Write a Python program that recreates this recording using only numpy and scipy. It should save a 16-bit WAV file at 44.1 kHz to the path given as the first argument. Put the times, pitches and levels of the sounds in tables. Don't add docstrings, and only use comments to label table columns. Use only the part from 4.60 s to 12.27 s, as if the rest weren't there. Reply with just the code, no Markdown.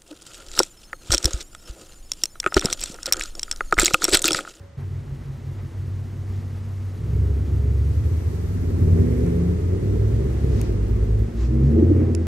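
import sys
import numpy as np
from scipy import signal
from scipy.fft import rfft, irfft, next_fast_len
from scipy.io import wavfile
from scipy.ndimage import uniform_filter1d

SR = 44100
rng = np.random.default_rng(int(sys.argv[2]) if len(sys.argv) > 2 else 0)


def bounce(signal):
    frames = np.transpose(np.atleast_2d(signal))
    limited = np.clip(frames, -1, 1)
    pcm = np.round(limited * 32767).astype(np.int16)
    wavfile.write(sys.argv[1], SR, pcm)


def gain_from_decibels(decibels):
    exponent = np.asarray(decibels, float) / 20
    return 10 ** exponent


N = 338231
ARRIVE_S = .174

# time in seconds, firing rate in Hz, firing tone in dB, its octave in dB.
NEAR = [(0.17, 46.54, -45, -47), (0.28, 47.15, -57, -27.5), (0.5, 47.87, -43, -36.5),
        (0.83, 47.7, -49, -33), (1.27, 47.6, -47, -29.5), (2.3, 48, -49.5, -29), (2.49, 47.85, -44, -34),
        (2.6, 48.1, -48, -25), (3.6, 48.2, -62, -28.5), (4.03, 48.12, -37, -30.5), (4.3, 49.04, -38, -24),
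        (4.75, 48.87, -44, -43.5), (5.9, 49.72, -32.5, -36), (6.57, 51.92, -23.5, -24.5),
        (6.8, 57.5, -24, -36), (7.05, 67.01, -22, -16.5), (7.3, 90.41, -19, -46), (7.67, 84.4, -26, -43)]
# time in seconds, firing rate in Hz, level in dB.
FAR = [
    [(2.35, 52.9, -56), (2.57, 68.43, -21.5), (2.85, 69.1, -28), (3.12, 69.5, -20), (3.55, 71.34, -29),
     (3.9, 76.57, -26.5), (4.01, 78.83, -38), (4.23, 86.96, -20), (4.45, 87.27, -26)],
    [(4.15, 59.5, -56), (4.27, 62.3, -28), (4.55, 68.18, -25), (4.84, 78.22, -26.5), (4.96, 81.8, -27),
     (5.19, 96.37, -24), (5.54, 108.6, -21), (5.77, 118.5, -32.5), (6.0, 99.2, -25)],
    [(5.15, 57.4, -53), (5.35, 63.12, -28.5), (5.61, 65.48, -25.5), (5.84, 68.75, -26.5),
     (5.95, 64.1, -21.5), (6.18, 58.47, -35), (6.45, 62.58, -25.5), (6.75, 60.5, -39)],
]
# time in seconds, effort in dB.
EXHAUST = [(0.0, -52), (0.13, -60), (0.19, -44.5), (2.35, -43.5), (2.56, -34.5), (3.5, -35.5), (3.98, -35),
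           (4.14, -28.5), (4.45, -27), (4.98, -28.5), (5.4, -27.5), (6.06, -28), (6.64, -31), (6.85, -32),
           (7.0, -27), (7.2, -18.5), (7.45, -21), (7.67, -31)]
# time in seconds, level in dB.
RUSH = [(0.0, -5.5), (0.13, -8.5), (0.19, -2.5), (1.5, -1), (3.2, 1.45), (3.6, 2.5), (4.2, 1.7), (4.5, 3.5),
        (5.1, .6), (5.95, 3.5), (6.15, 1.1), (6.7, 0.1), (7.67, 0)]


def evened(x):
    return x / np.sqrt(np.mean(x ** 2) + 1e-20)


def curves(rows, t):
    s, *columns = np.transpose(rows)
    return [np.interp(t, s, c) for c in columns]


def colour(x, points):
    size = next_fast_len(N)
    f, db = np.transpose(points)
    pitch = np.log(np.fft.rfftfreq(size, 1 / SR) + 1)
    gain = gain_from_decibels(np.interp(pitch, np.log(f + 1), db))
    return irfft(rfft(x, size) * gain, size)[..., :N]


def drift(hz):
    knots = rng.standard_normal(int(N / SR * 80))
    return np.interp(np.arange(N) / SR * min(hz, 79), np.arange(len(knots)), knots)


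def swell(t, s, length):
    return np.cos(np.pi * np.clip((t - s) / length, -.5, .5)) ** 2


def window(rows, t):
    return np.clip(np.minimum(t - rows[0][0], rows[-1][0] - t) / 0.013, 0, 1)


def sudden(t):
    return np.interp(t, [0, .13, ARRIVE_S - .004, ARRIVE_S + .008, .19, 8], [0, .13, .13, .19, .19, 8])


def echoes(t60):
    at = np.arange(0, SR - 22, 22)
    taps = np.zeros(SR)
    signs = rng.choice([-1., 1.], len(at))
    taps[at + rng.integers(0, 22, len(at))] = signs * gain_from_decibels(-60 * at / SR / t60)
    return taps / np.linalg.norm(taps)


def tone(hz, db, wobble):
    flutter_db = .9 * drift(24)
    turns = np.cumsum(hz * (1 + wobble * drift(16))) / SR
    return np.sqrt(2) * gain_from_decibels(db + flutter_db) * np.sin(2 * np.pi * turns)


def distant_motor(t):
    # pitch in Hz, level in dB.
    whine = [(559.9, -59.5)]
    fade = np.clip((ARRIVE_S - t) / 0.015, 0, 1)
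    return sum(tone(hz, db, 0.0038) for hz, db in whine) * fade


def fans(t):
    # pitch in Hz, level in dB per Hz.
    fan_colour = [(260, -1), (450, -3), (620, -5), (800, -7.5), (1050, -9), (1250, -8.5), (1500, -12),
                  (2000, -11), (2350, -15.5), (2700, -20), (4500, -63)]
    # centre in seconds, length in seconds, rise in dB.
    gusts = [
        (0.212, 0.13, 4.5),
        (0.998, 0.072, 5),
        (4.67, .08, 3),
        (6.04, .15, 3),
        (6.828, .1, 4),
        (7.423, 0.28, 3.5),
        (7.68, .06, 9),
    ]
    near_db, = curves(RUSH, sudden(t))
    effort_db = curves(EXHAUST, sudden(t))[0] + 35
    gust_db = sum(db * swell(t, s, length) for s, length, db in gusts)
    fan_db = -53. + 0.57 * near_db + 0.14 * effort_db + gust_db
    hiss = colour(rng.standard_normal(N) * gain_from_decibels(.5 * drift(30)), fan_colour)
    return gain_from_decibels(fan_db + 4.5) * evened(hiss)


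def tyres(t):
    # pitch in Hz, level in dB per Hz.
    tyre_colour = [(1700, -17), (2800, 4), (3500, 2), (5000, 0), (6700, -1.5), (7600, -4.5), (8800, -5.5),
                   (11500, -7.5), (12500, -6), (15200, -27)]
    # time in seconds, brightness from 0 to 1.
    bright = [(0, 0), (3.1, 0.4), (3.6, .95), (4.6, 0.8), (5.4, 0.3), (7.67, 0.1)]
    # pitch in Hz, level in dB.
    sheen = [(2000, -5), (5000, 0), (9000, 3.3), (12000, 6)]
    near_db, = curves(RUSH, sudden(t))
    grain_size = gain_from_decibels(3.0 * np.minimum(rng.exponential(1, N), 2))
    grains = grain_size * (rng.random(N) < 2500 / SR) * rng.standard_normal(N)
    hiss = rng.standard_normal(N) * gain_from_decibels(.5 * drift(40))
    tread = colour(hiss + .17 * evened(grains), tyre_colour)
    passing = np.clip(curves(bright, t)[0], 0, 1)
    tread = (1 - passing) * tread + passing * colour(tread, sheen)
    return gain_from_decibels(-66. 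+ near_db + 7.0) * evened(tread)


def scrubs(t):
    # centre in seconds, length in seconds, level in dB.
    scuffs = [
        (1.748, 0.25, -61),
        (5.998, 0.3, -53),
        (6.823, 0.18, -52),
        (7.066, 0.12, -61),
    ]
    # pitch in Hz, level in dB.
    scuff_colour = [(1200, -28), (2000, 2), (3500, -0.5), (5500, 1.5), (7500, -2.5), (9500, -31)]
    strength = sum(gain_from_decibels(db) * swell(t, s, length) for s, length, db in scuffs)
    return strength * evened(colour(rng.standard_normal(N), scuff_colour))


def intake_rasp(t):
    # centre in seconds, length in seconds, pitch in Hz, level in dB.
    s, length, hz, db = (4.52, .7, 1950, -58)
    band = [(hz / 1.6, -40), (hz / 1.15, -3), (hz, 0), (hz * 1.15, -3), (hz * 1.6, -40)]
    return gain_from_decibels(db) * swell(t, s, length) * evened(colour(rng.standard_normal(N), band))


def grit():
    # time in seconds, peak in dB, knock in Hz, crack in Hz, left minus right in dB.
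    stones = [
        (4.665, -38, 5950, 7800, -6.5),
        (6.015, -22, 6400, 9033, 7),
        (7.5499, -22, 5560, 7160, -12),
    ]
    out, t = np.zeros((2, N + 400)), np.arange(400) / SR
    for s, db, knock_hz, crack_hz, pan in stones:
        parts = [(2550, .33, .0005), (knock_hz, .75, .0003),
                 (crack_hz, .95, .00027), (1.29 * crack_hz, .65, .00022)]
        crack = sum(g * np.sin(2 * np.pi * hz * t) * t / fade * np.exp(1 - t / fade) for hz, g, fade in parts)
        start = round(s * SR)
        sides = gain_from_decibels(db + np.array([[pan], [-pan]]) / 2)
        out[:, start:start + 400] += sides * crack / abs(crack).max()
    return out[:, :N]


def far_tones(t):
    return sum(gain_from_decibels(0.5) * tone(*curves(rows, t), 0.005) * window(rows, t) for rows in FAR)


def held_engine(t):
    # time in seconds, pitch in Hz, effort in dB.
    held = [(4.2, 110.8, -39), (4.44, 121, -28), (4.69, 123.9, -31.5), (4.9, 126.2, -40.5),
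            (5.05, 138.3, -52)]
    # multiple of the pitch, level in dB.
    multiples = [(0.95, 0.1), (2, 0.99), (8 / 3, -10), (3, -10.5), (10 / 3, -5.5), (11 / 3, -12.5),
                 (4, -13)]
    hz, effort_db = curves(held, t)
    return window(held, t) * sum(tone(k * hz, effort_db + db, 0.00238) for k, db in multiples)


def drones(t):
    # start in seconds, end in seconds, first pitch in Hz, last pitch in Hz, peak in dB.
    swells = [(1.55, 2.508, 227, 230.4, -45.5), (2.35, 2.767, 115.2, 115, -26),
              (2.353, 2.7, 157, 159.4, -34), (2.803, 3.8, 115.4, 114.4, -28),
              (3.199, 3.79, 81.8, 82.1, -22.5), (3.609, 4.16, 164.8, 175.3, -34.5),
              (4.102, 4.605, 158.5, 170, -25.5), (4.557, 5.066, 168.5, 181.2, -23),
              (3.843, 4.458, 244, 296.6, -38), (5.147, 5.696, 364.3, 400, -36),
              (6.8, 7.404, 226.3, 231.8, -25.5), (6.834, 7.15, 315.7, 324.2, -31),
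              (7.15, 7.605, 122.4, 125, -25.5)]
    out = np.zeros(N)
    for start, end, first_hz, last_hz, db in swells:
        glide = np.interp(t, [start, end], [first_hz, last_hz])
        shape = swell(t, (start + end) / 2, end - start) ** 0.52
        out += tone(glide, db, 0.003) * shape
    return out


def lope(t):
    # time in seconds, pitch in Hz, level in dB.
    idle_drone = [(.17, 136.5, -34.5), (1.3, 134.1, -37), (2.3, 133.3, -52)]
    beat = np.sqrt(2) * np.cos(np.pi * (t - .19) / .174)
    return tone(*curves(idle_drone, t), 0.0025) * window(idle_drone, t) * beat


def near_tones(t):
    hz, first_db, second_db = curves(NEAR, t)
    both = tone(hz, first_db + 3.5, 0.009) + tone(2 * hz, second_db + 0.5, 0.0043)
    return both * np.clip((t - ARRIVE_S) / 0.0074, 0, 1)


def firings(hz, uneven_db, pattern, lead_s):
    cylinders_db = [5.5, -19.5, -11, -6.5, 3, -16.5, -11.5, -8]
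    turns = np.cumsum(hz) / SR
    count = np.floor(turns - turns[round(lead_s * SR)]).astype(int)
    luck = rng.standard_normal(1500)[count]
    strength = gain_from_decibels(pattern * np.array(cylinders_db)[count % 8] + uneven_db * luck)
    puffs = strength * (np.diff(count, prepend=count[0]) > 0)
    return evened(puffs - uniform_filter1d(puffs, 4000))


def far_puffs(t):
    far = sum(firings(curves(rows, t)[0], 3.0, .6, 3.0) * window(rows, t) for rows in FAR)
    echoed = signal.oaconvolve(far, echoes(0.62))[:N]
    far = 0.27 * far + 0.37 * echoed + .5 * rng.standard_normal(N)
    return far / np.sqrt(uniform_filter1d(far ** 2, 20000))


def near_puffs(t):
    near = firings(curves(NEAR, t)[0] * (1 + .02 * drift(30)), 2.2, .8, 7.312)
    return 0.32 * near + .5 * signal.oaconvolve(near, echoes(0.44))[:N]


def pipe(x):
    # pitch in Hz, width in Hz (wider dies sooner), level in dB.
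    rings = [(226.7, 11.3, 2), (290, 5.1, -7), (328, 21.3, 0), (392, 38, -10.5), (488, 67, -12.5)]
    t = np.arange(6000) / SR
    ring = sum(gain_from_decibels(db) * w * np.exp(-np.pi * w * t) * np.sin(2 * np.pi * hz * t) for hz, w, db in rings)
    ring = ring * (1 - np.exp(-t / 0.0021))
    blunt = signal.butter(3, 600, fs=SR, output="sos")
    return signal.sosfilt(blunt, signal.oaconvolve(x, ring)[:N])


def blip_booms(t):
    # centre in seconds, peak in dB, pitch in Hz, length in seconds.
    booms = [
        (7.184, -12, 330, 0.044),
        (7.229, -6.5, 324, 0.023),
        (7.316, -8, 326, 0.024),
        (7.41, -18.5, 310, 0.04),
        (7.501, -21.5, 319, 0.061),
        (7.588, -29.5, 328, 0.13),
    ]
    return sum(gain_from_decibels(db) * swell(t, s, length) * np.cos(2 * np.pi * hz * (t - s)) for s, db, hz, length in booms)


def exhaust(t):
    # time in seconds, near engine's part from 0 to 1.
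    near_part = [(0, 0.48), (2.3, 0.65), (2.5, 0.04), (4.1, 0.41), (4.3, 0), (6.0, 0.28), (6.7, 0.58),
                 (6.95, 0.44), (7.67, 0.53)]
    # pitch in Hz, level in dB.
    rumble_colour = [(25, -50), (42, -16), (60, 2), (100, 7), (122, 0.5), (136, 1), (150, -4), (175, -8.5),
                     (200, -16.5), (260, -55)]
    # pitch in Hz, level in dB.
    garage_colour = [(130, -4), (170, -3), (230, 0), (280, 0), (335, -1), (400, 2.5), (470, -6.5),
                     (600, -21.5), (800, -30), (1500, -88)]
    bark_db, = curves(EXHAUST, sudden(t))
    revving_hz = np.maximum(curves(NEAR, t)[0] - 47.6, 0)
    rumble_db = -30.5 + 0.67 * (bark_db + 36) - .4 * revving_hz
    near, far = near_puffs(t), far_puffs(t)
    share = np.clip(curves(near_part, t)[0], 0, 1)
    near_gain, far_gain = np.sqrt(share), np.sqrt(1 - share)
    rumble = near_gain * evened(colour(near, rumble_colour)) + far_gain * evened(colour(far, rumble_colour))
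    bark = near_gain * evened(pipe(near)) + far_gain * evened(colour(far, garage_colour))
    return gain_from_decibels(rumble_db) * rumble + gain_from_decibels(bark_db - 2.0) * bark + blip_booms(t)


def scene():
    # centre in seconds, length in seconds, depth in dB.
    lulls = [
        (.8, 0.19, -4.5),
        (1.105, 0.11, -9),
        (2.385, .08, -2.5),
        (4.981, 0.13, -6),
        (5.79, 0.18, -7),
        (6.701, 0.19, -11.5),
    ]
    # pitch in Hz, left-right difference against the sum in dB.
    wide = [(60, -28), (120, -16.5), (240, -8), (480, -2.5), (950, -1), (1890, -3), (3770, -1.7),
            (7520, -2), (15000, 0)]
    # time in seconds, level in dB.
    spread = [(0, -2.5), (2.3, -5), (2.5, -2), (4.2, 2.5), (6.2, 1.5), (6.9, -2), (7.67, -3)]
    t = np.arange(N) / SR
    lull_db = sum(db * swell(t, s, length) for s, length, db in lulls)
    tones = near_tones(t) + far_tones(t) + drones(t) + held_engine(t) + lope(t)
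    engines = tones * gain_from_decibels(lull_db) + exhaust(t) * gain_from_decibels(0.14 * lull_db)
    air = fans(t) + tyres(t) + scrubs(t) + intake_rasp(t) + distant_motor(t)
    late = signal.hilbert(engines, next_fast_len(N))[:N].imag
    echoed = signal.oaconvolve(0.54 * engines + 1.0 * air, echoes(0.48))[:N]
    side = colour(0.86 * late + echoed, wide) * gain_from_decibels(curves(spread, t)[0])
    return np.array([engines + air + side, engines + air - side]) + grit()


def mid_share(hz, t):
    # pitch in Hz, share of the time silent from 0 to 1.
    gaps = [(9400, 0), (9800, .35), (10100, .85), (10300, .99), (10850, .99), (11000, 0), (12000, .05),
            (12500, .45), (13100, .85), (13600, .99), (14400, .994), (14500, .22), (15650, .22),
            (15800, .996)]
    busy = np.interp(t, (4.0, 4.6), [0, 1])
    return curves(gaps, hz)[0] + .2 * busy * (hz > 11800)


def side_share(hz, t):
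    # pitch in Hz, share silent during the mono-treble stretch, share silent at all other times (0 to
    gaps = [(1300, 0, 0), (1600, .6, 0), (2000, .97, 0), (2700, .95, 0), (2900, .7, 0), (3400, .75, 0),
            (3600, .998, 0), (7550, .998, 0), (7700, .6, 0), (8200, .7, .05), (8400, .9, .75),
            (8900, .9, .7), (9200, .05, .2), (11700, 0, 0), (11900, .99, .99), (13200, .99, .99),
            (13400, .4, .5), (15000, .4, .5), (15200, .998, .998)]
    # start, end for pitches up to 1500 Hz, end for pitches from 5000 Hz, all in seconds.
    start, loosens, ends = (.17, 3.0, 3.3)
    mono_silent, usual_silent = curves(gaps, hz)
    mono_stretch = (t > start) & (t < np.interp(hz, [1500, 5000], [loosens, ends]))
    return np.where(mono_stretch, mono_silent, usual_silent)


def blanked(x, share):
    hz, t, z = signal.stft(x, SR, nperseg=1024)
    bands = (abs(z[:512]) ** 2).reshape(64, 8, -1).sum(1)
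    power = uniform_filter1d(bands, size=2, axis=1)
    capped = np.minimum(power, 4 * np.median(power, axis=1, keepdims=True))
    dip = power / uniform_filter1d(capped, size=24, axis=1)
    rank = dip.argsort(1).argsort(1) / dip.shape[1]
    z[:512] *= np.repeat(rank >= share(hz[4:512:8, None], t), 8, axis=0)
    return signal.istft(z, SR, nperseg=1024)[1][:N]


def thinned(x):
    mid = blanked(x.mean(0), mid_share)
    side = blanked((x[0] - x[1]) / 2, side_share)
    return np.array([mid + side, mid - side])


def roll_off(x):
    return signal.sosfilt(signal.butter(12, 17100, fs=SR, output="sos"), x)


def record(dry):
    ceiling = .59
    excess = dry - np.clip(dry, -ceiling, ceiling)
    rounding = signal.butter(2, 1200, fs=SR, output="sos")
    held = dry - signal.sosfiltfilt(rounding, excess)
    return roll_off(thinned(held))


dry = scene()
out = record(dry)
bounce(out)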